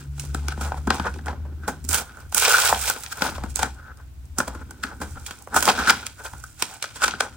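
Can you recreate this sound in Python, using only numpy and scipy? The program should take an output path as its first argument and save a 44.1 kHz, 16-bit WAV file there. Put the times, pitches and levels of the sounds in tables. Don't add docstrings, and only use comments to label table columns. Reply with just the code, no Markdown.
import sys
import numpy as np
from scipy import signal
from scipy.fft import rfft, irfft, next_fast_len
from scipy.io import wavfile

SR = 44100
rng = np.random.default_rng(int(sys.argv[2]) if len(sys.argv) > 2 else 0)


def to_wav(s):
    ch = np.atleast_2d(s).T
    pcm = np.round(np.clip(ch, -1, 1) * 32767)
    wavfile.write(sys.argv[1], SR, pcm.astype(np.int16))


N = 324620

# [peak_s, fall_ms, low_box_db, high_box_db, coarse_crackle_db, fine_crackle_db, thump_db]
TAPS = [(0.181, 1.3, -44, -36, -44, -40, -57), (.197, 1.3, -52, -44, -28.5, -21.5, -52),
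        (.238, 2, -53, -64, -54, -41, -50), (.252, .8, -56, -60, -46, -32, -55),
        (.347, 1.2, -18.5, -22, -25, -20, -22), (.484, 0.85, -29, -19, -20, -21.5, -29.5),
        (0.577, 1.3, -35, -47, -55, -55, -30), (0.611, 7.7, -34.5, -29.5, -36, -29.5, -36.5),
        (.72, 1.04, -25.5, -22.5, -39, -56, -44), (0.743, 2, -36, -49, -64, -66, -33),
        (0.873, 3.1, -25, -17, -39, -30.5, -13), (0.905, 1.13, -6.5, -10, -10.5, -20.5, -12),
        (0.998, 1.5, -21, -14.5, -25, -36, -22.5), (1.141, 2, -44, -43, -38.5, -47, -54),
        (1.16, 4.5, -40, -61, -65, -57, -34), (1.19, 1.5, -33.5, -30.5, -53, -61, -48),
        (1.26, 1, -32, -34, -35, -33.5, -27), (1.268, 2, -29, -27, -42, -41, -41),
        (1.283, 1.4, -21, -22.5, -32, -44, -51), (1.33, 1.5, -29.5, -56, -64, -63, -39),
        (1.452, 10, -42.5, -64, -73, -68, -47), (1.68, 10.3, -20, -24, -32.5, -26, -26),
        (1.843, 2.3, -56, -62, -53, -35, -40), (1.85, 0.88, -51, -68, -44, -29, -45),
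        (1.89, 3.5, -41, -33.5, -34, -15.5, -35), (1.909, 1, -39, -45, -41, -22, -49),
        (1.919, 3, -42, -43, -42, -27, -52), (1.93, 1.3, -44, -47, -29, -16, -44),
        (1.944, 1.8, -30, -26, -27, -16.5, -44), (2.171, 1.5, -45, -35, -81, -46, -58),
        (2.204, 2, -62, -58, -60, -44, -62), (2.296, 2, -70, -68, -68, -47.5, -62.5),
        (2.325, 1.8, -32.5, -35, -35, -31, -48), (2.347, 1.4, -30, -16, -25, -5.5, -31),
        (2.381, 0.76, -45, -34, -16.5, -8.5, -51), (2.423, 1.9, -22.5, -28, -27, -19, -58),
        (2.451, 0.91, -35, -32, -15, -26, -58), (2.481, 1.4, -21, -32, -26, -27, -56),
        (2.514, 0.89, -45, -25, -34, -19, -57), (2.583, 2.5, -41, -30, -24, -30, -53),
        (2.727, 0.6, -14.5, -12, -33, -37, -19), (2.822, 1.3, -43, -21, -41, -39, -47),
        (2.9, 0.72, -21.5, -7.5, -28, -7, -28.5), (2.963, 2, -26, -33, -41, -57, -39),
        (3.036, 1.5, -56, -29, -34, -27, -55), (3.063, .8, -47, -36, -24, -45, -48),
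        (3.221, 1.9, -18, -14, -16, -22, -17.5), (3.295, 1.3, -36, -46, -36, -56, -30),
        (3.382, 1.2, -25.5, -39, -41, -49, -38), (3.437, 2.4, -29, -33, -40, -38, -24),
        (3.559, 0.6, -30, -33, -22, -7.5, -41), (3.569, 3.3, -46, -35, -47, -25, -52),
        (3.592, 5.4, -33, -22.5, -29.5, -25, -41), (3.631, 1.2, -25, -27, -23.5, -18, -15.5),
        (3.745, 1.5, -66, -64, -66, -48, -62), (3.973, 0.89, -60, -62, -56, -41.5, -65),
        (4.255, 1.54, -65, -63, -66, -46.5, -57), (4.385, 3.8, -28, -19.5, -31, -12.5, -27),
        (4.402, 2.8, -17.5, -15.5, -25.5, -26, -18.5), (4.48, 2.4, -22, -33, -35.5, -26.5, -27),
        (4.55, 5.1, -46, -38.5, -52, -47, -32), (4.709, 1.4, -34.5, -35, -47, -30, -42),
        (4.845, 10, -45, -35, -45, -41, -31.5), (5.003, 1.9, -59, -39, -54, -45, -31),
        (5.016, 14, -30.5, -29.5, -39, -32.5, -29.5), (5.264, 6.9, -59, -48, -33, -29, -62),
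        (5.309, 3, -33, -32, -32.5, -36, -50), (5.388, 1, -70, -64, -66, -41, -62),
        (5.424, .8, -68, -57, -70, -34.5, -58), (5.474, 0.53, -26, -26.5, -61, -39, -55),
        (5.544, 1.5, -31, -20, -40, -21, -45), (5.563, 2, -14, -8.5, -28, -12.5, -18),
        (5.606, .8, -42, -37, -25, -16, -40), (5.626, 3, -20, -22, -20, -12.5, -40),
        (5.655, 2.3, -40, -39, -29, -15, -33), (5.678, 2.1, -12, -25, -29, -17, -35),
        (5.701, 1.3, -26, -17, -30, -32, -27), (5.875, 1.8, -34, -15, -26, -44, -27),
        (5.897, 1.4, -23, -27, -6.5, -29, -20.5), (6.067, 1.8, -37, -43, -26, -25, -48),
        (6.335, 0.86, -36, -28, -64, -42, -30), (6.439, 2.3, -45.5, -28.5, -45, -31, -58),
        (6.624, 1.3, -16, -16, -11, -10, -24.5), (6.826, 2.1, -35, -30, -18, -19.5, -56),
        (6.841, 1.9, -27, -22, -27, -30, -57), (6.91, 1.4, -43, -33.5, -55, -55, -59),
        (7.019, 2.6, -21, -21, -29, -33, -53), (7.04, .8, -33, -25, -25, -20, -48),
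        (7.061, 2, -30, -35, -25, -40, -25), (7.08, 2.4, -24.5, -15, -21, -24, -32),
        (7.11, 1.2, -40, -28, -24, -41, -45), (7.137, 1.1, -31, -23, -45, -53, -27)]
# [offset_db] for low box, high box, coarse, fine, thump
SCUFF_OFFSETS = [-25, -25.5, -20, -24.5, -20]
# [peak_s, rise_ms, fall_ms, low_box_db, high_box_db, fine_crackle_db]
RUBS = [(.204, 12, 35, -64, -62, -47), (.523, 6, 4.2, -43, -31.5, -45), (.645, 26, 35, -37.5, -38, -37.5),
        (.7, 15, 20, -55, -58, -70), (0.779, 8.8, 5.1, -39, -39.5, -49), (0.946, 8.2, 38, -39, -38, -38.5),
        (1.069, 17.6, 14, -25.5, -23, -45), (1.29, 11, 22, -35, -46, -54), (1.641, 14, 42, -62, -45, -63),
        (1.91, 8, 33, -48, -40, -26), (1.945, 8.9, 15.4, -26.5, -22, -20), (1.981, 6, 17.5, -31, -29, -25),
        (2.018, 7.1, 8, -38, -44, -42), (2.223, 36, 24, -55, -58, -63), (2.38, 6, 0.87, -44, -32, -17),
        (2.549, 6.3, 3.3, -48, -9, -42), (2.883, 7.5, 6.5, -36, -36, -29), (3.129, 11, 2, -50, -27.5, -30),
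        (3.19, 55, 22, -45.5, -42, -46.5), (3.25, 27, 39.5, -29, -29.5, -30),
        (3.361, 14, 11, -42, -40, -42.5), (3.455, 35, 18, -47, -52, -64),
        (3.632, 9.1, 1.5, -26.5, -22.5, -25), (3.649, 28, 17.5, -36, -33, -44),
        (3.505, 10, 12, -71, -68, -40.5), (3.8, 30, 20, -56, -46, -77), (3.87, 41, 35, -54.5, -45.5, -85),
        (3.915, 25, 15, -57, -49.5, -87), (4.0, 13, 20, -53.5, -47.5, -75), (4.385, 7.9, 2, -40, -43, -42),
        (4.419, 8, 22, -48, -51, -50), (4.478, 4, 1, -33, -38, -43), (4.62, 44, 7.9, -48, -48, -70),
        (4.838, 4, 2.1, -40, -16, -27), (4.87, 28, 28, -48, -40.5, -52), (4.922, 16, 11, -45.5, -43, -77),
        (5.175, 12, 5.4, -41, -38, -80), (5.11, 19, 14, -57, -77, -50), (5.29, 18, 48, -52, -47, -54),
        (5.573, 12, 11.6, -28.5, -25, -22.5), (5.886, 16, 10, -29, -17.5, -31.5),
        (5.907, 10.2, 1.7, -17.5, -7.5, -15.5), (6.03, 9, 7.6, -64, -53, -58),
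        (6.067, 4, 1.7, -43, -40.5, -29), (6.202, 14.5, 9.7, -45.5, -39, -52),
        (6.26, 17.5, 17.5, -42, -36.5, -39.5), (6.607, 14, 8.2, -48.5, -41.5, -37),
        (6.743, 36, 25, -50.5, -49, -44.5), (6.961, 8.3, 19, -43.5, -40, -37),
        (7.045, 16.2, 2.5, -23.5, -13.5, -19.5), (7.05, 14, 35, -50, -36, -31),
        (7.208, 3.1, 1.36, -20.5, -7.5, -15.5), (7.23, 24, 25, -34.5, -36, -39)]
# [time_s, box_ring_db, fine_crackle_db, wall_flex_db]
HOLD = [(0, -44, -46, -42.5), (.095, -71, -65, -62), (.17, -63, -52.5, -54), (.47, -56.5, -58, -49.5),
        (1.1, -64, -54.5, -47), (1.45, -62, -74, -48), (1.8, -62.5, -62, -54), (2.1, -46.5, -61, -55.5),
        (2.24, -59.5, -64, -59.5), (2.3, -70, -62, -63), (3.0, -73, -50.5, -67), (3.5, -60, -57, -52),
        (3.75, -71, -70.5, -61), (4.3, -80, -66.5, -62), (4.5, -56.5, -58, -52.5),
        (4.7, -62.5, -65.5, -52.5), (5.2, -57, -51, -54), (5.45, -67, -58.5, -62.5),
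        (6.15, -68, -57.5, -63), (6.35, -57.5, -48.5, -67), (6.55, -69.5, -55, -70),
        (7.36, -52, -56.5, -52.5)]
# [time_s, low_box_db, high_box_db, coarse_crackle_db, fine_crackle_db]
RIPS = [
    [(2.32, -56, -57, -62, -44), (2.343, -48, -54, -54, -50), (2.367, -33, -37, -30.5, -25.5),
     (2.41, -40, -31, -26, -25), (2.46, -29, -28.5, -23, -22), (2.56, -31, -20, -24, -21.5),
     (2.63, -34.5, -31, -26, -23), (2.67, -30.5, -22.5, -22, -18.5), (2.754, -38, -49, -35, -33),
     (2.83, -45.5, -34.5, -35, -28), (2.897, -38, -46, -28, -29), (2.94, -53.5, -59, -43, -47.5),
     (3.06, -64, -64, -52, -47)],
    [(5.5, -65, -64, -60, -68), (5.53, -40, -39, -61, -66), (5.565, -33, -25, -36, -28.5),
     (5.635, -51.5, -47, -46, -37), (5.69, -21, -20.5, -19.5, -29), (5.735, -36.5, -38, -38.5, -46),
     (5.8, -28.5, -24, -30.5, -35.5), (5.86, -38, -32.5, -32, -47), (5.925, -39.5, -37.5, -48, -38),
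     (6.06, -54, -49, -50, -61), (6.142, -77, -64, -75, -83)],
]
RIP_FLEX = [-30, -4]
# [pitch_hz, width_hz, level_db]
BOX_LOW_MODES = [(474, 120, -5.5), (592, 148, -6.5), (813.4, 166, 4.5), (981, 77, -9.5)]
# [pitch_hz, width_hz, level_db]
BOX_HIGH_MODES = [(1322, 302, -2), (1522, 195, 4), (1576, 80, -6)]
# [pitch_hz, width_hz, level_db]
WALL_MODES = [(206.7, 53.4, 3), (290, 142, -0.5), (379.7, 124, -3)]
# [pitch_hz, width_hz, level_db]
FLAP_MODES = [(1852, 480, -9.5), (2456, 420, 3), (2837, 150, -7), (3250, 280, -2), (3763, 580, -3),
              (4920, 4050, 9.5)]
# [freq_hz, relative_density_db_per_hz]
FIBRE_COLOUR = [(3500, -28), (5000, -2), (6500, 0), (7500, 1), (9500, -2), (11600, -13), (15200, -6),
                (16000, -7)]
# [freq_hz, left_minus_right_db]
FIBRE_BALANCE = [(4400, 6), (8000, -14), (15000, -11.5)]
# [time_s, level_db]
CRACKLE_TOP = [(0, -1.5), (1.5, -1.5), (2.0, 2.5), (3.2, 2.5), (3.7, -4), (5.2, -1), (6.1, 0.5), (6.7, -2),
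               (7.36, -8)]
# [time_s, left_minus_right_db]
BOX_SIDE = [(0, 2.5), (1.3, 0.5), (1.9, 0.5), (2.7, 1), (3.3, 2.5), (4.6, 1.5), (5.6, 0.5), (6.6, 0.5),
            (7.36, 2)]
# [time_s, first_order_db, second_order_db]
ENGINE = [(0, -49, -43), (.1, -34.5, -37), (.28, -38, -38), (.33, -29.5, -39.5), (.68, -30, -43.5),
          (.9, -33, -42), (.98, -33, -54), (1.07, -45, -53), (1.25, -33.5, -48), (1.63, -33, -59),
          (1.69, -52, -46), (1.91, -30.5, -52), (2.1, -65, -56)]
# [time_s, level_db]
RUMBLE = [(0, -44), (.3, -36), (1.4, -36.5), (1.93, -39.5), (2.09, -50), (2.26, -42), (2.58, -47.5),
          (2.71, -39.5), (2.87, -37), (2.95, -50), (3.22, -45.5), (3.4, -30.5), (3.89, -45), (4.24, -40.5),
          (4.63, -38), (4.78, -49.5), (5.14, -33.5), (5.45, -57.5), (5.56, -37.5), (5.9, -40.5),
          (6.17, -52), (6.35, -40), (6.87, -62), (7.03, -47), (7.36, -46)]
# [pitch_hz, width_hz, level_db]
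RUMBLE_MODES = [(62.9, 10, 1), (81, 12, -1), (130.7, 18, -5.5), (33, 12, -7)]
# [freq_hz, relative_density_db_per_hz]
HISS_COLOUR = [(15, -51), (25, -21), (47, -2), (68, 1.5), (130, -17.5), (190, -29.5), (236, -37),
               (270, -25.5), (354, -30.5), (384, -53), (641, -36.5), (11300, -50), (16000, -44.5)]
# [freq_hz, likeness_0_to_1]
HISS_LIKENESS = [(60, 0.43), (130, 0.79), (290, 0.2), (640, 0), (1400, 0.0)]

TAP_RISE_MS, TAP_RISE_SHARE = 0.35, 0.1
SCUFF_RISE_MS, SCUFF_FALL_MS = 3.5, 27.6
RUB_ROUNDNESS = 1.3
GRAINY_MS = 39
HOLD_LOW_DB, RUB_FLEX_DB = -8, -15.5
COARSE_SHARE, COARSE_OFFSET_DB = 0.58, -3.5
RUB_PER_S, RUB_SPREAD_DB, RUB_CLUMP_DB = 500, 2, 3.5
CRACKLE_PER_S, CRACKLE_SPREAD_DB, CRACKLE_CLUMP_DB = 550, 3, 1.5
GRAIN_MS, STEADY_SHARE = 0.74, 0.99
LOW_LIKENESS, HIGH_LIKENESS, COARSE_LIKENESS, ROOM_LIKENESS = .93, .8, .55, .7
TOP_HZ = 10500
LEFT_LAG_SAMPLES = 2
ROOM_DB, ROOM_T60_S, WALL_CUT_HZ = -15, .2, 6000
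ENGINE_START_HZ, ENGINE_RISE_HZ_PER_S, ENGINE_FADE_S = 69.7, 3.934, .064
HISS_DB = -52.5
CUTOFF_HZ = 16700


def cardboard():
    (tap_low, tap_high, tap_coarse, tap_fine, tap_thump), grainy = contacts()
    low, high, coarse, fine, flex = strokes() + grainy
    rub = grains(RUB_PER_S, RUB_SPREAD_DB, from_db(RUB_CLUMP_DB * drift(25)))
    coarse_grains, fine_grains = [
        grains(CRACKLE_PER_S, CRACKLE_SPREAD_DB, from_db(CRACKLE_CLUMP_DB * drift(40))) for _ in range(2)]

    air = wandering(pair(LOW_LIKENESS) * (low * rub + tap_low), BOX_LOW_MODES, wander_db=3.5)
    air = air + resonate(pair(HIGH_LIKENESS) * (high * rub + tap_high), BOX_HIGH_MODES)
    ring = butter_band(air, 3, [380, 2000])
    walls = resonate(pair(LOW_LIKENESS) * (flex * rub + tap_thump), WALL_MODES)

    snaps = wandering(pair(COARSE_LIKENESS) * (coarse * coarse_grains + tap_coarse), FLAP_MODES, wander_db=0.5)
    snaps = butter_band(snaps, 2, [1600, 6000])
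    fibres = fibre_crackle(fine * fine_grains + tap_fine)

    left, right = (ring + walls + snaps + fibres) * panned(in_time(BOX_SIDE))
    return np.array([np.roll(left, LEFT_LAG_SAMPLES), right])


def contacts():
    solid, grainy = np.zeros((2, 5, N))
    for s, fall_ms, *levels_db in TAPS:
        at, spike = swell(s, TAP_RISE_MS + TAP_RISE_SHARE * fall_ms, fall_ms, levels_db, power=0.81)
        solid[:, at] += spike
        scuff_db = np.add(levels_db, SCUFF_OFFSETS)
        at, scuff = swell(s, SCUFF_RISE_MS, SCUFF_FALL_MS, scuff_db, power=0.74)
        grainy[:, at] += scuff
    for s, rise_ms, fall_ms, low_db, high_db, fine_db in RUBS:
        levels_db = layers(low_db, high_db, fine_db, low_db + RUB_FLEX_DB)
        at, rub = swell(s, rise_ms, fall_ms, levels_db, RUB_ROUNDNESS)
        grain_share = min((rise_ms + fall_ms) / GRAINY_MS, 1)
        solid[:, at] += (1 - grain_share) * rub
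        grainy[:, at] += grain_share * rub
    return solid, grainy


def strokes():
    ring_db, fine_db, flex_db = in_time(HOLD)
    out = from_db(layers(ring_db + HOLD_LOW_DB, ring_db, fine_db, flex_db))
    t = np.arange(N) / SR
    for rip, flex_offset_db in zip(RIPS, RIP_FLEX):
        levels_db = in_time(rip)
        low_db = levels_db[0]
        ripping = (t > rip[0][0]) & (t < rip[-1][0])
        out += from_db(levels_db + [low_db + flex_offset_db]) * ripping
    return out


def fibre_crackle(envelope):
    def colour_db(hz):
        balance_db = np.outer([.5, -.5], at_hz(FIBRE_BALANCE, hz))
        return at_hz(FIBRE_COLOUR, hz) + balance_db

    fibres = coloured(pair(0) * envelope, colour_db)
    top = signal.sosfiltfilt(signal.butter(3, TOP_HZ, "high", fs=SR, output="sos"), fibres)
    return fibres + (from_db(in_time(CRACKLE_TOP)) - 1) * top


def layers(low_db, high_db, fine_db, flex_db):
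    coarse_db = high_db + COARSE_SHARE * (fine_db - high_db) + COARSE_OFFSET_DB
    return np.array([low_db, high_db, coarse_db, fine_db, flex_db])


def swell(s, rise_ms, fall_ms, levels_db, power):
    first = max(round(s * SR) - SR // 6, 0)
    last = min(round(s * SR) + SR // 3, N)
    at = np.arange(first, last)
    ms = (at / SR - s) * 1000
    away = np.where(ms < 0, -ms / max(rise_ms, .1), ms / max(fall_ms, .2))
    return at, np.outer(from_db(levels_db), np.exp(-away ** power))


def grains(per_s, spread_db, clumps):
    sizes = from_db(spread_db * np.minimum(rng.exponential(1, N), 4))
    born = rng.random(N) < per_s * clumps / SR
    r = np.exp(-1000 / (GRAIN_MS * SR))
    slips = signal.lfilter([1], [1, -2 * r, r * r], sizes * born + 1e-18)
    return rms_one(rms_one(slips) + STEADY_SHARE)


def wandering(x, modes, wander_db):
    shares = from_db(np.array(modes)[:, 2])
    rings = [share * from_db(wander_db * drift(14.0)) * resonate(x, [mode])
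             for share, mode in zip(shares, modes)]
    return sum(rings) / np.sqrt(np.sum(shares ** 2))


def room(x):
    t = np.arange(SR // 2) / SR
    tail = pair(ROOM_LIKENESS)[:, :len(t)] * from_db(-60 * t / ROOM_T60_S) * (t > .004)
    dull = np.exp(-2 * np.pi * WALL_CUT_HZ / SR)
    tail = signal.lfilter([1 - dull], [1, -dull], tail)
    tail = tail / np.sqrt(np.sum(tail ** 2, axis=1, keepdims=True))
    return signal.fftconvolve(x, tail, axes=1)[:, :N]


def engine():
    first_db, second_db = in_time(ENGINE)
    t = np.arange(N) / SR
    turn = 2 * np.pi * (ENGINE_START_HZ * t + ENGINE_RISE_HZ_PER_S * t ** 2 / 2)
    fade = np.clip((ENGINE[-1][0] - t) / ENGINE_FADE_S, 0, 1)
    orders = from_db(first_db) * np.sin(turn) + from_db(second_db) * np.sin(2 * turn)
    return np.sqrt(2) * fade * orders


def rumble():
    level_db, = in_time(RUMBLE)
    held = resonate(resonate(pair(0.91), RUMBLE_MODES), RUMBLE_MODES)
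    return from_db(level_db) * rms_one(held)


def hiss():
    mid, side = rng.standard_normal((2, 1, N))
    size = next_fast_len(N)
    hz = np.fft.rfftfreq(size, 1 / SR)
    alike = np.clip(at_hz(HISS_LIKENESS, hz), 0, 1)
    mid_part = rfft(mid, size) * np.sqrt(1.001 + alike)
    side_part = rfft(side, size) * np.sqrt(1.001 - 0.89 * alike)
    both = mid_part + side_part * [[1], [-1]]
    floor = irfft(both * from_db(at_hz(HISS_COLOUR, hz)) * (hz > 95), size)[:, :N]
    return from_db(HISS_DB) * rms_one(floor)


def from_db(db):
    return 10 ** (np.asarray(db) / 20)


def rms_one(x):
    return x / np.sqrt(np.mean(x ** 2) + 1e-20)


def in_time(rows):
    s, *columns = np.transpose(rows)
    return [np.interp(np.arange(N) / SR, s, c) for c in columns]


def at_hz(points, hz):
    table_hz, values = np.array(points).T
    return np.interp(np.log(hz + 1), np.log(table_hz), values)


def drift(rate_hz):
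    r = np.exp(-2 * np.pi * rate_hz / SR)
    return rms_one(signal.lfilter([1], [1, -2 * r, r * r], rng.standard_normal(N + SR))[SR:])


def pair(alike):
    mid, side = rng.standard_normal((2, N))
    alike = np.clip(alike, 0, 1)
    return (np.sqrt(1 + alike) * mid + np.sqrt(1 - alike) * side * [[1], [-1]]) / np.sqrt(2)


def panned(pan_db):
    return from_db(np.outer([.5, -.5], pan_db))


def butter_band(x, order, edges_hz):
    return signal.sosfilt(signal.butter(order, edges_hz, "band", fs=SR, output="sos"), x)


def coloured(x, gain_db):
    size = next_fast_len(N)
    gain = from_db(gain_db(np.fft.rfftfreq(size, 1 / SR)))
    return irfft(rfft(x, size) * rms_one(gain), size)[:, :N]


def resonate(x, modes):
    click = np.zeros(x.shape[:-1] + (4000,))
    click[..., 0] = 1
    driven = np.concatenate([click, x], -1)
    out = 0
    for k, (hz, width_hz, level_db) in enumerate(modes):
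        r = np.exp(-np.pi * width_hz / SR)
        poles = [1, -2 * r * np.cos(2 * np.pi * hz / SR), r * r]
        gain = (-1) ** k * from_db(level_db) * (1 - r * r)
        out = out + gain * signal.lfilter([1, 0, -1], poles, driven)
    return out[..., 4000:] / np.sqrt(np.sum(out[..., :4000] ** 2, axis=-1, keepdims=True))


def scene():
    box = cardboard()
    far = (engine() + rumble()) * panned(1.2)
    return box + from_db(ROOM_DB) * room(box) + far + hiss()


def record(dry):
    rounded = dry / (1 + (dry / .95) ** 4) ** .25
    return signal.sosfilt(signal.cheby2(18, 85, CUTOFF_HZ, fs=SR, output="sos"), rounded)


dry = scene()
out = record(dry)
to_wav(out)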